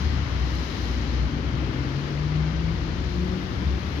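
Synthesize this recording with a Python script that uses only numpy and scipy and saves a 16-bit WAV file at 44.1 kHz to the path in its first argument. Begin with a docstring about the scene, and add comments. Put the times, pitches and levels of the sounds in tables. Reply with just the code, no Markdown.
"""Traffic on a wet road, heard across a lawn from two microphones beside a building.
A heavy engine drones at its firing rate, another pulls away and rises in pitch, and a third murmurs
below them over the rumble of far vehicles. Wet tyres hiss from the open left side, where a wall adds
one short reflection; the right side is sheltered from the hiss. There is one soft thump, and a few
faint drips tick on the paving close by."""
import sys
import numpy as np
from scipy import signal
from scipy.fft import rfft, irfft
from scipy.io import wavfile
from scipy.ndimage import uniform_filter1d

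SR = 44100
rng = np.random.default_rng(int(sys.argv[2]) if len(sys.argv) > 2 else 0)


def put_to_file(sound):
    """Save the sound as 16-bit audio at rate SR, in the file named by the first command-line argument."""
    columns = np.atleast_2d(sound).T  # one column per channel
    safe = np.clip(columns, -1, 1)
    whole_steps = np.round(safe * 32767)
    wavfile.write(sys.argv[1], SR, whole_steps.astype(np.int16))


N = 176400
T = np.arange(N) / SR


def undb(db):
    """Decibels to gain."""
    return 10 ** (np.asarray(db) / 20)


def curve(rows, column=1):
    """One column of a table, joined by straight lines in time."""
    rows = np.array(rows, float)
    return np.interp(T, rows[:, 0], rows[:, column])


def noise(spectrum):
    """Noise of rms 1; the spectrum sets only its colour."""
    hz, db = np.array(spectrum, float).T
    freq_hz = np.maximum(np.fft.rfftfreq(N, 1 / SR), 1)
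    colour = undb(np.interp(np.log(freq_hz), np.log(hz), db))
    low_cut = np.minimum(freq_hz / hz[0], 1) ** 2
    coloured = irfft(rfft(rng.standard_normal(N)) * colour * low_cut, N)
    return coloured / coloured.std()


def walk(rate_hz):
    """Slow random motion with a spread of 1."""
    hold = int(SR / rate_hz)
    steps = np.repeat(rng.standard_normal(N // hold + 1), hold)
    smooth = uniform_filter1d(uniform_filter1d(steps, hold), hold)[:N]
    return smooth / smooth.std()


# Bass off the house fronts: freq_hz, density_db
SCATTER_SPECTRUM = [(20, -21), (45, 0), (70, -0.5), (110, -3.5), (300, -5.5), (420, -11.5), (800, -40),
                    (3000, -120)]
def scattered_bass(level_db=-42.5):
    """Bass scattered by house fronts, unrelated at the two microphones."""
    return np.array([noise(SCATTER_SPECTRUM), noise(SCATTER_SPECTRUM)]) * undb(level_db)


# Rumble and mid roar in the distance: freq_hz, density_db
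RUMBLE_SPECTRUM = [(20, -24), (34, -20.5), (48, -8.5), (62, -1), (85, 1), (110, -3), (150, -3), (200, -14),
                   (300, -22.5), (800, -57), (3000, -120)]
ROAR_SPECTRUM = [(100, -19.5), (170, -4.5), (210, -0.5), (260, 2), (310, 0), (370, -2.5), (430, -10),
                 (540, -11.5), (800, -28), (1500, -44.5), (5000, -110)]
# Their levels within the bass mix: time_s, rumble_db, roar_db
FAR_LEVELS = [(0, -28.5, -39), (.5, -30, -38), (.75, -33, -36), (1.5, -30, -35), (2.15, -35, -36),
              (2.7, -31, -38), (3.45, -30, -37), (4, -31.5, -38)]
def far_traffic(flicker_db=0.37):
    """Many far vehicles blur into a deep rumble and a roar above it."""
    rumble = noise(RUMBLE_SPECTRUM) * undb(curve(FAR_LEVELS) + flicker_db * walk(8.1))
    roar = noise(ROAR_SPECTRUM) * undb(curve(FAR_LEVELS, column=2) + flicker_db * walk(14))
    return rumble + roar


# Drips close to the left microphone: start_s, level_db
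DRIP_HITS = [(.555, -49.5), (1.132, -58), (1.688, -60), (2.712, -62), (3.435, -60)]
# Their splat: freq_hz, density_db
DRIP_SPECTRUM = [(2000, -10), (5000, -4), (12000, 5), (16000, -4)]
def drips(decay_s=0.0034, right_db=-11):
    """Drops hit the paving in tiny bright splats."""
    envelope = sum(undb(level_db) * (T >= start_s) * np.exp(-np.abs(T - start_s) / decay_s)
                   for start_s, level_db in DRIP_HITS)
    return envelope * np.array([noise(DRIP_SPECTRUM), noise(DRIP_SPECTRUM) * undb(right_db)])


def thump(peak_s=1.547, pitch_hz=115, width_s=0.009, mix_db=-18):
    """One soft, low knock: a few cycles under a bell-shaped envelope."""
    offset_s = T - peak_s
    envelope = undb(mix_db) * np.exp(-(offset_s / width_s) ** 2)
    return -envelope * np.cos(2 * np.pi * pitch_hz * offset_s)


def hiss(left_spectrum, right_spectrum, levels, right_db, flicker_db=0.36):
    """Diffuse hiss, unrelated at the two microphones and weaker on the right."""
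    pair = np.array([noise(left_spectrum), noise(right_spectrum) * undb(right_db)])
    return pair * undb(curve(levels) + flicker_db * walk(9.13))


# Tread roar on the open left, on the sheltered right and common to both: freq_hz, density_db
TREAD_LEFT = [(200, -28), (400, 2.5), (550, -0.5), (700, -1), (950, -1), (1300, -1), (1650, -3.5),
              (2100, -3), (2600, -6.5), (3100, -6.5), (3600, -10.5), (4500, -23), (6500, -34), (9000, -65)]
TREAD_RIGHT = [(200, -15), (400, -10), (600, -7), (850, -4), (1200, -0.5), (1600, 0.5), (1850, -3.5),
               (2100, -1), (2600, -7.5), (3100, -5.5), (3600, -17), (5000, -19), (8000, -65)]
TREAD_COMMON = [(500, -59), (1250, -15.5), (1550, -1.5), (1750, -2.5), (2000, -18), (5000, -75.5)]
# Shelter from that roar: time_s, right_minus_left_db
TREAD_SHELTER = [(0, -11), (1, -11), (2.4, -13.5), (3.1, -13.5), (4, -12.5)]
# Spray, and the thin fizz above it, at each microphone: freq_hz, density_db
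SPRAY_LEFT = [(1000, -16), (2500, -7), (3500, -3), (4150, 0.5), (4700, -2), (5200, -3), (5650, -6),
              (6100, -7), (6600, -12.5), (7200, -18), (7800, -27), (8500, -42), (12000, -60)]
SPRAY_RIGHT = [(1000, -22), (2800, -5.5), (3600, -9), (4000, 4), (4400, -0.5), (5000, -2.5), (5700, -9),
               (6300, -22), (6900, -39), (7400, -48), (12000, -65)]
FIZZ_LEFT = [(5000, -23), (8000, -7), (8600, -5.5), (9300, -1), (11200, 3.5), (13000, 1.5), (15500, -4)]
FIZZ_RIGHT = [(7500, -34.5), (8500, -14.5), (10000, -0.5), (12000, 3), (15500, -3)]
# Each layer at the left microphone: time_s, level_db
TREAD_LEVEL = [(0, -34), (.8, -35), (1.5, -35), (2.6, -35.5), (3.3, -36), (4, -34.5)]
SPRAY_LEVEL = [(0, -40.5), (.22, -42), (.83, -38.5), (1.15, -41), (1.4, -44), (2, -42.5), (2.3, -44),
               (3, -43), (3.2, -43), (4, -43.5)]
FIZZ_LEVEL = [(0, -60), (.22, -65), (.55, -61.5), (.85, -59.5), (1.1, -65.5), (1.45, -67.5), (2, -65.5),
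              (2.3, -69), (2.6, -69), (2.75, -66), (2.95, -68.5), (3.2, -63), (3.35, -65), (3.52, -64.5),
              (3.75, -65), (4, -61)]
def wet_tyres(common_db=-51, right_lag_s=0.00036):
    """Across the lawn, treads roar on wet asphalt and throw up water as spray and fine fizz."""
    common = noise(TREAD_COMMON) * undb(common_db)
    common_pair = np.array([common, np.interp(T - right_lag_s, T, common)])
    tread = hiss(TREAD_LEFT, TREAD_RIGHT, TREAD_LEVEL, right_db=curve(TREAD_SHELTER))
    spray = hiss(SPRAY_LEFT, SPRAY_RIGHT, SPRAY_LEVEL, right_db=-12)
    fizz = hiss(FIZZ_LEFT, FIZZ_RIGHT, FIZZ_LEVEL, right_db=-13)
    return tread + common_pair + spray + fizz


# The nearby wall's reflection against the direct hiss: time_s, reflection_db
WALL_REFLECTION = [(0, -19), (1, -15.5), (1.6, -28.5), (4, -35)]
def wall(pair, lag_s=0.000985):
    """The wall mirrors the hiss and combs it on the left, less as the microphone backs away."""
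    left, right = pair
    gain = undb(curve(WALL_REFLECTION))
    reflection = gain * np.interp(T - lag_s, T, left)
    return np.array([(left + reflection) / np.sqrt(1 + gain ** 2), right])


def engine(firing_hz, harmonics, wander=0.00503, flutter_db=1.2):
    """Multiples of a slightly unsteady firing rate, each fluttering on its way across the lawn."""
    unsteady_hz = firing_hz * (1 + wander * walk(12))
    phase = 2 * np.pi * (np.cumsum(unsteady_hz) / SR + rng.random())
    return np.sqrt(2) * sum(undb(db + flutter_db * walk(18)) * np.sin(multiple * phase)
                            for multiple, db in harmonics)


# The lowest engine within the bass mix: time_s, firing_hz, level_db
DEEP_ENGINE = [(0, 46, -55), (2.2, 47, -50), (2.7, 48.92, -37), (3.0, 50.1, -35), (3.3, 52, -44),
               (3.5, 53, -48), (4, 53.8, -48)]
def deep_engine():
    """A slow-firing engine murmurs on a single low tone."""
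    return engine(curve(DEEP_ENGINE), [(1, curve(DEEP_ENGINE, column=2))])


# The engine pulling away, within the bass mix: time_s, firing_hz, level_db
PULL_AWAY = [(0, 109.4, -55), (1.4, 121.1, -50), (1.8, 131.8, -34), (1.95, 138.3, -30.5),
             (2.06, 142.9, -33.5), (2.25, 149.6, -27.5), (2.72, 163.9, -27.5), (2.82, 167.1, -41.5),
             (3.02, 173.2, -39), (3.24, 180.8, -30.5), (3.47, 187, -38), (3.7, 185, -37.5), (4, 182, -43.5)]
# Its octave: time_s, level_db
PULL_OCTAVE = [(0, -67), (1.3, -41), (2.3, -50), (2.95, -49.5), (3.22, -37), (3.5, -47.5), (4, -63.5)]
def accelerating_engine():
    """An engine fires faster as it pulls away, so its tone and octave rise."""
    return engine(curve(PULL_AWAY), [(1, curve(PULL_AWAY, column=2)), (2, curve(PULL_OCTAVE))])


# The heavy engine's pitch: time_s, firing_hz
DRONE_PITCH = [(0, 74.8), (.14, 72.1), (.33, 64.4), (.6, 62.92), (1.15, 62.24), (1.6, 62.88), (2.2, 66),
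               (2.75, 66.5), (3.3, 67.44), (3.7, 68.3), (4, 71.47)]
# Its harmonics: multiple, relative_db
DRONE_HARMONICS = [(1, 0), (2, -17.5), (3, -22.5)]
# Its swells within the bass mix: time_s, level_db
DRONE_LEVEL = [(0, -35.5), (.06, -22.5), (.17, -27), (.32, -32.5), (.41, -24), (.56, -29), (.7, -39),
               (.88, -28), (1.02, -31), (1.18, -24.5), (1.4, -32), (1.57, -28), (2.05, -41), (2.44, -28.5),
               (2.85, -35), (3.25, -27), (3.38, -42), (3.52, -38), (3.68, -26), (3.85, -35.5), (4, -35.5)]
def heavy_engine():
    """A heavy engine out on the road drones on three harmonics, swelling and fading."""
    return engine(curve(DRONE_PITCH), DRONE_HARMONICS) * undb(curve(DRONE_LEVEL))


# The right microphone against the left: freq_hz, gain_db, phase_lead_rad
RIGHT_RESPONSE = [(40, -7.5, .6), (65, -4.5, .5), (110, -7, 0.15), (189, -4.5, -0.047), (235, -6.5, 0.077),
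                  (300, -1.6, -0.54), (356, -4.5, -0.82), (550, -6.5, -0.55), (800, -4, 0.25),
                  (4000, -60, 0)]
def right_microphone_response(bass):
    """The right microphone's port thins the bass, resonates near 300 Hz and shifts its phase."""
    hz, db, lead_rad = np.array(RIGHT_RESPONSE, float).T
    log_freq = np.log(np.maximum(np.fft.rfftfreq(2 * N, 1 / SR), 1))
    gain = undb(np.interp(log_freq, np.log(hz), db))
    phase = np.interp(log_freq, np.log(hz), lead_rad)
    return irfft(rfft(bass, 2 * N) * gain * np.exp(1j * phase))[:N]


def scene(bass_gain_db=2.5):
    """The bass reaches both microphones mostly as one wave; hiss and drips lie over it."""
    engines = heavy_engine() + accelerating_engine() + deep_engine()
    bass = (engines + far_traffic() + thump()) * undb(bass_gain_db)
    bass_pair = np.array([bass, right_microphone_response(bass)])
    return bass_pair + scattered_bass() + wall(wet_tyres()) + drips()


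def record(dry):
    """The phone cuts off the top treble steeply."""
    cutoff_hz = 15750
    return signal.sosfilt(signal.ellip(10, .2, 80, cutoff_hz, fs=SR, output="sos"), dry)


dry = scene()
out = record(dry)
put_to_file(out)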